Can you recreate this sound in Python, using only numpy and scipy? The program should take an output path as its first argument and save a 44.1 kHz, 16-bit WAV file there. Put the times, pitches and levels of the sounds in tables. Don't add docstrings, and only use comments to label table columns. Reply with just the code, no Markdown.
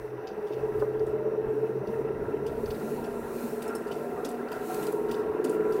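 import sys
import numpy as np
from scipy import signal
from scipy.fft import rfft, irfft, next_fast_len
from scipy.io import wavfile
from scipy.ndimage import uniform_filter1d, map_coordinates

SR = 44100
rng = np.random.default_rng(int(sys.argv[2]) if len(sys.argv) > 2 else 0)


def volts_from_db(level):
    exponent = np.asarray(level, float) / 20
    return 10 ** exponent


def master(y):
    cut = np.clip(np.atleast_2d(y).T, -1, 1)
    pcm = np.round(cut * 32767)
    wavfile.write(sys.argv[1], SR, pcm.astype(np.int16))


N = 255780
TIME_S = np.arange(N) / SR

# t/s, f/Hz
SHAFT = [(0.0, 15.91), (0.44, 15.97), (0.58, 16.19), (0.87, 16.03), (1.16, 16.37), (1.45, 16.3),
         (1.74, 16.47), (2.32, 16.99), (2.9, 18.09), (3.05, 18.37), (3.34, 18.0), (3.77, 18.31),
         (4.21, 18.7), (4.35, 18.29), (4.79, 18.81), (5.08, 19.38), (5.37, 19.83), (5.8, 20.77)]
IDLE_HZ = 16
# t/s, level/dB re full
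LOAD = [(0.0, -19.5), (0.3, -14.5), (0.6, -8.5), (0.9, -4), (1.6, -3), (2.3, -6), (2.8, -11), (3.6, -11.5),
        (4.2, -9.5), (4.5, -15), (5.0, -3.5), (5.4, 1.5), (5.8, 4)]
# t/s, lead/rad
WINDUP = [(0, 2.19), (.3, 1.704), (.6, 1.08), (1.0, 0.58), (1.4, 0.11), (1.8, -0.487), (2.2, 1.11),
          (2.6, 0.64), (3.0, 0.71), (3.5, 0.243), (4.2, 0.366), (4.6, 0.285), (5.0, -0.864), (5.4, -0.46),
          (5.8, -0.48)]

STRONG_ORDERS = [8, 13, 18, 21, 22, 23, 24, 25, 26, 27, 48, 56]
STRONG_DB = [-53, -51.5, -57.5, -61.5, -60.5, -66.5, -58.5, -70, -59, -55, -66.5, -65.5]
STRONG_FOLLOWS = [.3, 1, 1, .7, .7, 1, 1, 1, .8, .85, 1, 1]
STRONG_RAD = [0, 1, 2.4, 0, 2, 0, 5, 3.2, 1.2, 5.1, 0, 0]
STRONG_SLIDES = [0, 0, 0, 3.4, 4, 4, 1.5, .6, .6, -2.5, 0, 0]
STIFF_HZ, SHAKE_RAD, FLUTTER_DB = 1.7, .25, 1.8
UNEVEN, UNEVEN_RAD = .2, 1.6
# f/Hz, width/Hz, level/dB
BODY = [(132, 16.2, 10.5), (234.26, 11.95, 20.5), (350.2, 52.4, 19), (423.13, 46.34, 29), (1007, 228, 16)]
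# t/s, half length/s, lowest order loss/dB, gear gain/dB
SLACK = [
    (0.367, 0.148, 23.5, -4.5),
    (0.271, 0.079, 1.5, 35.5),
    (1.35, 0.234, 4.5, -3),
    (1.858, 0.0283, 11, -6),
    (3.584, 0.2, 22, 11.5),
    (4.44, 0.29, 24, 1.5),
]
SHIFT_ORDERS = [27, 26, 25, 25, 24, 27, 24, 8, 8, 56, 48, 26, 13, 18, 48, 13, 23]
# t/s, half length/s, level/dB
SHIFTS = [(0.086, 0.183, -7.5), (1.957, 0.27, -9), (2.2, 0.28, 9), (3.4, .3, -2), (3.446, 0.228, -9.5),
          (3.63, 0.214, -13.5), (5.417, 0.33, -0.5), (1.494, 0.033, 3.5), (1.691, 0.046, -7),
          (5.716, 0.275, -16), (5.36, 0.096, -17), (0.232, 0.082, -8.5), (3.54, 0.65, -1.5),
          (5.25, 0.13, -5.5), (4.98, 0.125, 9.5), (4.44, 0.31, 3.5), (3.09, 0.163, 6)]

WEAK_ORDERS = [5, 6, 10, 11, 12, 14, 15, 16, 17, 19, 20, 29, 30, 31, 32]
WEAK_DB = [10.5, 1, 5, 9.5, 7, 4.5, 8, 7.5, 8.5, -2, 5, -6, 1, 1, 6.5]
GEAR_ORDERS = [37, 40, 50, 51, 53, 54, 60, 64]
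GEAR_DB = [10.5, -4.5, 13, -17, -9, 11, -13.5, -19]
DRIFT_DB, DRIFT_RAD = 4.5, .9
DRONE_DB, DRONE_FOLLOWS = -30, 0.5744
NOISY_DB, NOISY_FOLLOWS, NOISY_TOP_DB = -3.5, -.62, 2
KNOCK_RAD, KNOCK_RAD_PER_HZ = 2.2, .38
DEEP_DB, DEEP_PEAK_DB, DEEP_AT_HZ, DEEP_WIDTH_HZ, DEEP_WAKES_HZ = -11.5, 13.5, 2.107, 4.7, 1.91
# f/Hz, width/Hz, level/dB
CABIN = [(146.4, 25.26, 11.5), (219.6, 12, -7), (350.4, 26.4, 1.5), (423.34, 22.4, 9.5), (441.1, 31.3, 16),
         (548.5, 110.3, 4), (758, 14, -3), (945.5, 81.6, 1), (1366.8, 48.8, 12.5), (1596, 76.5, 2),
         (1878, 177, -0.5), (2633, 176.6, 6.5)]
# f/Hz, level/dB
BULKHEAD = [(40, -21.5), (100, -18.5), (200, -2.5), (400, -1), (700, -11), (1200, -18.5), (2000, -28),
            (3300, -44.5), (6000, -49)]

# f/Hz, level/(dB per Hz)
RUMBLE = [(12, -52.5), (20, 1.5), (96, 2), (115, 5), (150, -30.5), (250, -120)]
RUMBLE_DB, RUMBLE_SWING_DB = -62.5, 2.5
# t/s, peak level/dB, half length/s
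RUTS = [(0, -47, 0.069), (0.637, -46, 0.06), (0.784, -44, 0.0354), (1.072, -48, 0.13), (1.478, -47, 0.055),
        (1.942, -50, 0.15), (2.213, -43.5, 0.118), (2.5, -46.5, 0.187), (2.673, -44, 0.103),
        (2.834, -61, .06), (3.05, -48, 0.108), (3.24, -50, 0.124), (3.87, -57.5, 0.12), (4.146, -53, 0.054),
        (4.6, -58.5, 0.086), (5.1, -49.5, 0.067), (5.305, -49.5, 0.066), (5.703, -49.5, 0.118)]
# f/Hz, level/(dB per Hz)
TREAD = [(450, -24.5), (700, 3.5), (1500, 5.0), (3500, 7.5), (5000, -4.0)]
CRUNCH_DB, CRUNCH_DB_PER_HZ, CRUNCH_SWING_DB, TREAD_PATCHY_DB = -45, 1.1621, .9, 1.4
# f/Hz, level/(dB per Hz)
SLUSH = [(1470, -20.5), (2500, 0), (2720, -6.5), (3270, -10.5), (4250, -4.5), (4660, -10), (6740, -7),
         (9240, -5), (15700, -4.5)]
# t/s, peak level/dB, rise/s, fall to -10 dB/s
SPRAYS = [(0, -64.5, .1, 0.13), (.55, -66.5, 0.28, 0.8), (.8, -61, 0.066, 0.0856), (1.57, -66.5, .12, 0.36),
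          (1.92, -63, 0.068, 0.18), (2.3, -67, 0.21, -0.6), (2.8, -53.5, 0.268, 0.34),
          (3.12, -56.5, 0.067, 0.75), (3.43, -49.5, 0.155, 0.2), (3.8, -62, .15, -0.97),
          (4.08, -61.5, 0.18, 0.54), (4.56, -56, .06, 0.25), (4.74, -46.5, 0.115, 0.21),
          (4.88, -60.5, 0.085, 0.34), (5.17, -60.5, 0.11, -0.09), (5.55, -56.5, 0.1, -0.03),
          (5.8, -56, 0.226, .1)]
DAMP_DB, WET_DB, WET_FROM_S = -79, -66.5, 2.46
# f/Hz, level/(dB per Hz)
FAN = [(1470, -33.5), (2500, -39.5), (2660, -14), (3380, -27), (3620, -4), (4490, -12.5), (5200, -8),
       (5840, -4.5), (6820, -23.5), (14300, -10), (15800, -19.5)]
FAN_DB, FAN_PATCHY_DB = -70, 1.6
# f/Hz, level/dB
WHISTLES = [
    (5923, -86),
    (8922, -86),
    (9890, -83),
]

# t/s, peak level/dB, ring f/Hz
LUMPS = [(.041, -27, 433.6), (.129, -31, 327), (.248, -32, 449), (.39, -31.5, 331.5), (.451, -22.5, 418.8),
         (.581, -37.5, 441), (4.938, -22, 407.6), (5.2, -31, 411), (2.642, -26, 432), (2.923, -36.5, 434),
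         (3.035, -42, 430), (3.314, -21, 440), (3.421, -33.5, 434), (3.531, -25.5, 430),
         (3.641, -21.5, 427.5), (3.752, -29, 437), (3.859, -27, 422), (4.13, -28.5, 367.3),
         (4.184, -22, 447), (4.4, -25.5, 380.6), (4.508, -27, 426), (4.564, -38, 455), (4.715, -18, 435.7),
         (4.778, -20, 407.6), (4.83, -31, 418), (4.883, -38, 402)]
# t/s, peak level/dB, ring f/Hz
CRUST = [(0.177, -32, 974), (0.232, -38.5, 785), (0.5, -26, 600), (0.572, -25.5, 579), (1.067, -27.5, 610),
         (1.193, -30, 596), (1.241, -24.5, 590), (1.342, -28.5, 610.6), (1.473, -33.5, 573),
         (1.83, -21, 583), (1.883, -30, 639), (1.988, -39, 575), (2.045, -30.5, 595), (2.342, -42.5, 980),
         (2.431, -42, 750), (2.52, -26, 672), (2.874, -23, 607), (2.983, -28.5, 928), (3.311, -33, 759),
         (3.405, -27, 591), (3.517, -36.5, 605), (3.804, -26.5, 667), (3.942, -28, 719),
         (4.043, -19.5, 577.4), (4.103, -28, 750), (4.17, -30, 1206), (4.206, -30, 737),
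         (4.22, -31.5, 1220), (4.291, -34.5, 741), (4.367, -33.5, 719), (4.515, -38, 1362),
         (4.574, -28, 1360), (4.695, -21.5, 746), (4.874, -26.5, 1390), (4.964, -23.5, 937),
         (5.065, -32, 930), (5.12, -26.5, 932), (5.266, -33, 730), (5.378, -37, 723), (5.465, -24, 591),
         (5.521, -31.5, 564)]
# t/s, peak level/dB, ring f/Hz
THUDS = [(0.14, -33.5, 317.7), (0.229, -42, 303.4), (0.309, -41.5, 212), (0.372, -36, 214),
         (1.53, -28, 286.2), (1.882, -29.5, 213.6), (1.999, -34.5, 271.4), (2.178, -35.5, 232.3),
         (2.552, -30.5, 238.7), (2.829, -25.5, 227.5), (2.996, -33.5, 236), (3.159, -28, 228.9),
         (3.431, -24, 235), (3.518, -35, 237.6), (3.602, -32.5, 236.4), (4.088, -30.5, 234),
         (4.251, -28, 276.6), (4.419, -34.5, 291), (4.556, -30, 247.6), (4.659, -34.5, 251),
         (5.002, -29.5, 247.8), (5.092, -26.5, 242.9), (5.453, -25.5, 256.4)]
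LUMP_T60_S, CRUST_T60_S, THUD_T60_S, SOFT_S = 0.0417, 0.0356, 0.0873, .011
LUMP_DB, CRUST_DB, THUD_DB = 0, -4, -6

# t/s, peak level/dB, f/Hz, t60/s
CHIRPS = [
    (0.269, -62, 2280, .03),
    (4.428, -54, 2000, .03),
    (3.68, -55, 5350, 0.057),
    (3.7517, -50.5, 5340, 0.068),
]
# t/s, dull level/dB, bright level/dB, ring f/Hz
TICKS = [(0.2706, -50, -77.5, 4753), (0.467, -57, -65, 3180), (0.522, -54.5, -73.5, 3690),
         (0.794, -60.5, -58.5, 2960), (1.064, -64.5, -56.5, 2960), (2.4625, -52.5, -52, 2920),
         (3.04, -53, -50.5, 5450), (3.619, -48.5, -40.5, 2820), (3.6759, -66.5, -48.5, 5330),
         (3.749, -57.5, -41.5, 5210), (3.8693, -58.5, -54.5, 4560), (3.912, -48, -50, 2924),
         (3.9317, -66.5, -64, 2980), (4.2462, -42, -42, 3430), (4.2866, -63, -44.5, 3400),
         (4.515, -48, -48, 3057), (4.8262, -51, -41, 3590), (4.8658, -52, -44, 3540),
         (4.9215, -67.5, -49.5, 3220), (5.085, -56, -54.5, 2980), (5.1102, -47, -43.5, 3307),
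         (5.1363, -53, -55, 3000), (5.4417, -48, -39.5, 4703), (5.493, -56, -43, 3010),
         (5.7217, -52.5, -49.5, 4580), (5.76, -57, -60, 4380)]
TICK_T60_S, TICK_T60_S_PER_DB = .062, .0012
# t/s, dull level/dB, bright level/dB
SNAPS = [
    (0.9936, -53, -53.5),
    (1.872, -48, -64.5),
    (2.569, -54, -63.5),
    (2.6583, -44, -49),
    (2.7041, -40, -60.5),
    (2.7458, -53.5, -57.5),
    (2.798, -50, -51.5),
    (4.4849, -48.5, -58.5),
    (4.742, -42.5, -34.5),
]
SNAP_HZ, SNAP_T60_S = 4454, 0.0223
# f/Hz, width/Hz, level/dB
TRIM = [(2806, 350, 8), (3542, 350, 6.5), (4694, 620, 8.5), (5815, 300, 0)]
# f/Hz, level/dB
DULL = [(1400, -38.0), (2400, 5.0), (3500, 2.5), (6000, 1.5), (8000, -13.5)]
# f/Hz, level/dB
BRIGHT = [(5000, -11.0), (8000, 0.5), (11000, -2.5), (15000, -8.0)]
# t/s, peak level/dB, centre f/Hz
CRACKS = [(3.6785, -37.5, 9220), (3.7517, -27, 11170), (3.9135, -41, 14520), (4.2477, -33.5, 8820),
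          (4.2892, -35, 10020), (4.5166, -34.5, 14200), (4.8678, -37, 7860), (4.923, -30.5, 11470),
          (5.1146, -33.5, 14260), (5.445, -30.5, 9100), (5.4966, -36.5, 7690), (5.7224, -41.5, 13010)]
CRACK_T60_S, CRACK_WIDTH_HZ, CRACK_DB = 0.0284, 1300, -4.5
# t/s, peak level/dB, centre f/Hz
CLACKS = [(0.2713, -40, 4700), (2.4654, -45.5, 2985), (2.6586, -38, 4573), (2.7055, -42.5, 4560),
          (2.7437, -41.5, 4580), (3.041, -48, 4680), (3.6197, -39.5, 3882), (3.915, -34.5, 3267),
          (4.2476, -41.5, 3430), (4.249, -31.5, 5068), (4.5166, -39.5, 2997), (5.112, -43, 4410),
          (4.8263, -39, 3554), (4.8693, -35.5, 3490), (5.445, -41, 4730), (5.7224, -41.5, 4840)]
CLACK_T60_S, CLACK_WIDTH_HZ, CLACK_DB = 0.0427, 730, -5.5

# t/s, peak level/dB
BUMPS = [
    (.8195, -14.5),
    (4.015, -28),
    (4.183, -24),
]
# f/Hz, level/dB, t60/s
DASH = [(300, -14, .06), (422, -3.5, .07), (570, -5, .055), (800, -13, .05), (1010, -12, .05),
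        (1220, -14, .05), (1500, -15, .04), (1720, -20, .035)]
# t/s, f/Hz, level/dB
PUMP = [
    (3.7, 698, -73.5),
    (4.0, 708, -48),
    (4.2, 727.6, -39.5),
    (4.45, 722.3, -47),
    (4.55, 741, -46),
    (4.7, 738.3, -39),
    (4.85, 758, -57),
    (5.0, 779, -43.5),
    (5.22, 789.7, -49.5),
    (5.35, 800, -74),
]
TOP_HZ = 15830


def unit(x):
    return x / np.sqrt(np.mean(x ** 2) + 1e-20)


def along(points, hz):
    f, v = np.transpose(points)
    return np.interp(np.log(hz + 1), np.log(f + 1), v)


def curves(rows):
    s, *cols = np.transpose(rows)
    return [np.interp(TIME_S, s, c) for c in cols]


def wobble(rate_hz):
    coarse = np.arange(0, N + 32, 32)
    knots = rng.standard_normal(int(N * rate_hz / SR) + 4)
    return np.interp(np.arange(N), coarse, map_coordinates(knots, [coarse * rate_hz / SR]))


def phase(hz):
    return 2 * np.pi * np.cumsum(hz) / SR


def filtered(x, response):
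    m = next_fast_len(N + SR // 2)
    return irfft(rfft(x, m) * response(np.fft.rfftfreq(m, 1 / SR)), m)[:N]


def patchy(x, depth_db, window=256, bins=5, frames=4):
    z = signal.stft(x, nperseg=window)[2]
    field = uniform_filter1d(rng.standard_normal(z.shape), bins, axis=0)
    field = uniform_filter1d(field, frames, axis=1)
    return signal.istft(z * volts_from_db(depth_db * unit(field)), nperseg=window)[1][:N]


def noise(spectrum, patchy_db):
    flat = patchy(rng.standard_normal(N + 512), patchy_db, 512, 6, 14)
    return unit(filtered(flat, lambda f: volts_from_db(along(spectrum, f))))


def swells(rows, order):
    power = 0
    for s, db, rise_s, fall_s in rows:
        away = np.maximum((s - TIME_S) / abs(rise_s), (TIME_S - s) / abs(fall_s))
        power = power + volts_from_db(2 * db - 20 * away ** order)
    return np.sqrt(power)


def add_at(out, s, sound):
    out[round(s * SR):][:len(sound)] += sound


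def resonances(f, modes):
    return sum(volts_from_db(db) * 1j * f * w / (c * c - f * f + 1j * f * w) for c, w, db in modes)


def cabin(f):
    return volts_from_db(along(BULKHEAD, f)) * (1 + resonances(f, CABIN))


def crank():
    return phase(curves(SHAFT)[0])


def revs():
    return curves(SHAFT)[0] - IDLE_HZ


def strong_orders():
    turn, shaft_hz = crank(), curves(SHAFT)[0]
    load_db, ahead_rad = curves(LOAD)[0], curves(WINDUP)[0]
    stiff = np.clip(revs() / STIFF_HZ, 0, 1)
    f = np.arange(1300)
    peaks = sum(volts_from_db(2 * db) / (1 + (2 * (f - c) / w) ** 2) ** 2 for c, w, db in BODY)
    body_db = 10 * np.log10(1 + peaks)
    lines = []
    for k, db, share, angle, slide in zip(STRONG_ORDERS, STRONG_DB, STRONG_FOLLOWS, STRONG_RAD, STRONG_SLIDES):
        firing = 20 < k < 30
        level_db = db + 2.8 + share * load_db + np.interp(k * shaft_hz, f, body_db)
        for shifted, (s, half_s, shift_db) in zip(SHIFT_ORDERS, SHIFTS):
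            if shifted == k:
                level_db = level_db + shift_db * np.exp(-((TIME_S - s) / half_s) ** 2)
        level_db = level_db + (1 if firing else 2) * wobble(9) + FLUTTER_DB * (k < 20) * wobble(22)
        shake_rad = (2.4 if k in (13, 18, 48, 56) else .8) * SHAKE_RAD * wobble(8)
        lead_rad = (k - 25.5) * ahead_rad * firing
        lines.append(volts_from_db(level_db) * np.sin(k * turn + lead_rad + angle + slide * stiff + shake_rad))
    uneven = 1 + UNEVEN * np.cos(turn / 2 - UNEVEN_RAD)
    lost_db, freed_db = sum(np.outer(db, np.exp(-((TIME_S - s) / half_s) ** 4)) for s, half_s, *db in SLACK)
    lowest = volts_from_db(-lost_db) * lines[0]
    gear = volts_from_db(freed_db) * lines[10]
    return lowest + sum(lines[1:3]) + uneven * sum(lines[3:10]) + gear + lines[11]


def engine():
    turn, speed_hz = crank(), revs()
    load_db, = curves(LOAD)
    drone_db = DRONE_DB + DRONE_FOLLOWS * load_db
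    noisy_db = np.minimum(NOISY_DB + NOISY_FOLLOWS * load_db, NOISY_TOP_DB)
    lines = 0
    for k, db in zip(WEAK_ORDERS + GEAR_ORDERS, WEAK_DB + GEAR_DB):
        angle = rng.uniform(0, 2 * np.pi) + DRIFT_RAD * wobble(7)
        lines = lines + volts_from_db(db + DRIFT_DB * wobble(6)) * np.sin(k * turn + angle)
    knock_angle = turn - (KNOCK_RAD + KNOCK_RAD_PER_HZ * speed_hz - curves(WINDUP)[0])
    turn_count = np.round(knock_angle / (2 * np.pi)).astype(int)
    strength = volts_from_db(rng.uniform(-5, 4, turn_count.max() + 2))[turn_count]
    knock = strength * np.exp(2.5 * (np.cos(knock_angle) - 1)) * rng.standard_normal(N)
    dull_knock = filtered(knock, lambda f: 1 / (1 + (f / 600) ** 4) / (1 + (260 / (f + 1)) ** 4))
    rough = unit(filtered(.5 * rng.standard_normal(N) + .75 * dull_knock, cabin))
    drone = volts_from_db(-5.5) * unit(filtered(lines, cabin)) + volts_from_db(noisy_db) * rough
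    width_hz = np.where(speed_hz < DEEP_AT_HZ, DEEP_WAKES_HZ, DEEP_WIDTH_HZ)
    waking = np.exp(-((speed_hz - DEEP_AT_HZ) / width_hz) ** 2)
    deep_db = DEEP_DB + DEEP_PEAK_DB * waking + 2 * wobble(2.72)
    floor_pan = filtered(drone, lambda f: 1 / (1 + (f / 310) ** 8))
    return volts_from_db(drone_db - 3.5) * (drone + (volts_from_db(deep_db) - 1) * floor_pan)


def rumble():
    ruts = swells([(s, db, half_s, half_s) for s, db, half_s in RUTS], order=1)
    steady = volts_from_db(RUMBLE_DB + RUMBLE_SWING_DB * wobble(6.917))
    return np.hypot(ruts, steady) * noise(RUMBLE, patchy_db=1.0)


def crunch():
    tread = patchy(noise(TREAD, TREAD_PATCHY_DB), depth_db=1.8)
    level_db = CRUNCH_DB + CRUNCH_DB_PER_HZ * revs() + CRUNCH_SWING_DB * wobble(9)
    return volts_from_db(level_db - 1.5 + .5 * wobble(14)) * unit(filtered(tread, cabin))


def slush():
    wet_db = np.interp(TIME_S - WET_FROM_S, [-.01, .01], [DAMP_DB, WET_DB])
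    level = np.hypot(swells(SPRAYS, order=2), volts_from_db(wet_db))
    return level * volts_from_db(.8 * wobble(10)) * noise(SLUSH, patchy_db=1.5)


def fan():
    return volts_from_db(FAN_DB) * noise(FAN, FAN_PATCHY_DB)


def panel(x):
    buzz = filtered(x, lambda f: np.exp(-((f - 1375) / 70) ** 2))
    buzz_db = np.clip(3 * (curves(SHAFT)[0] - 18), -7, 0)
    return x + (volts_from_db(buzz_db) - 1) * buzz


def whistles():
    return sum(volts_from_db(db + 3 * wobble(6)) * np.sin(phase(hz + 12 * wobble(30))) for hz, db in WHISTLES)


def snow():
    out, t = np.zeros(N + SR), np.arange(SR // 8) / SR
    onset = 7 * (1 - np.exp(-t / SOFT_S)) ** 2
    for rows, t60, gain_db in ((LUMPS, LUMP_T60_S, LUMP_DB), (CRUST, CRUST_T60_S, CRUST_DB),
                               (THUDS, THUD_T60_S, THUD_DB)):
        for s, db, hz in rows:
            add_at(out, s, volts_from_db(db + gain_db - 60 * t / t60) * onset * np.sin(2 * np.pi * hz * t))
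    return out[:N]


def chirps():
    out, t = np.zeros(N + SR), np.arange(SR // 4) / SR
    beat = np.cos(2 * np.pi * 33 * (t - .003))
    for s, db, hz, t60 in CHIRPS:
        tones = beat * np.sin(2 * np.pi * hz * t) + 0.184 * np.sin(2 * np.pi * 0.76 * hz * t)
        add_at(out, s, volts_from_db(db + 4 - 60 * (t / t60) ** 2) * tones)
    return out[:N]


def trim():
    ring, low, high = np.zeros((3, N + SR))
    t = np.arange(SR // 4) / SR
    ticks = [(*row, TICK_T60_S - TICK_T60_S_PER_DB * (max(row[1:3]) + 45)) for row in TICKS]
    snaps = [(*row, SNAP_HZ, SNAP_T60_S) for row in SNAPS]
    for s, low_db, high_db, hz, t60 in ticks + snaps:
        tail = 5.52 * t60 * volts_from_db(-60 * t / 0.411)
        fade = (volts_from_db(-60 * t / t60) + tail) * (1 - np.exp(-t / 0.00289))
        ring_fade = volts_from_db(low_db + 1 - 60 * t / (.7 * t60)) * (1 - np.exp(-t / .001))
        add_at(ring, s, ring_fade * np.sin(2 * np.pi * hz * t))
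        add_at(low, s, volts_from_db(low_db + 4.5) * fade * rng.standard_normal(len(t)))
        add_at(high, s, volts_from_db(high_db + 2.0) * fade * rng.standard_normal(len(t)))
    low = low[:N] * volts_from_db(3 * wobble(350))
    high = high[:N] * volts_from_db(3 * wobble(350))
    dull = filtered(low, lambda f: volts_from_db(along(DULL, f)) * (0.403 + volts_from_db(-9) * resonances(f, TRIM)))
    bright = filtered(high, lambda f: volts_from_db(along(BRIGHT, f)))
    return ring[:N] + patchy(dull, depth_db=2.5) + bright


def cracks():
    out, t = np.zeros(N + SR), np.arange(SR // 20) / SR
    onset = 1 - np.exp(-t / 0.00092)
    for rows, t60, width_hz, gain_db in ((CRACKS, CRACK_T60_S, CRACK_WIDTH_HZ, CRACK_DB),
                                         (CLACKS, CLACK_T60_S, CLACK_WIDTH_HZ, CLACK_DB)):
        for s, db, hz in rows:
            spread = rng.standard_normal(8)
            modes_hz = np.clip(hz + width_hz * spread, 2500, 15500)
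            modes = np.sin(2 * np.pi * np.outer(modes_hz, t) + 9 * spread[:, None]).sum(axis=0)
            add_at(out, s, volts_from_db(db + gain_db - 10 - 60 * t / t60) * onset * modes)
    return out[:N]


def bumps():
    blows, t = np.zeros(N + SR), np.arange(SR // 8) / SR
    for s, db in BUMPS:
        dullness = 1.15 - (db + 15) / 15
        ring = sum(volts_from_db(level_db * dullness - 60 * t / t60) * np.sin(2 * np.pi * hz * t)
                   for hz, level_db, t60 in DASH)
        add_at(blows, s, -volts_from_db(db + 3) * (1 - np.exp(-t / .006)) * ring)
    return blows[:N]


def pump():
    hz, db = curves(PUMP)
    return volts_from_db(db - 2.5 + 3.8 * wobble(15)) * np.sin(phase(hz + 4 * wobble(13)))


def scene():
    road = rumble() + crunch() + slush() + fan()
    car = strong_orders() + panel(engine() + road) + whistles()
    knocks = snow() + chirps() + trim() + cracks() + bumps()
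    return (car + knocks + pump())[None]


def top_cut(x):
    return signal.sosfilt(signal.butter(12, 16710, fs=SR, output="sos"), x)


def record(dry):
    mix = filtered(dry[0], lambda f: f < TOP_HZ)[None]
    return top_cut(mix)


dry = scene()
out = record(dry)
master(out)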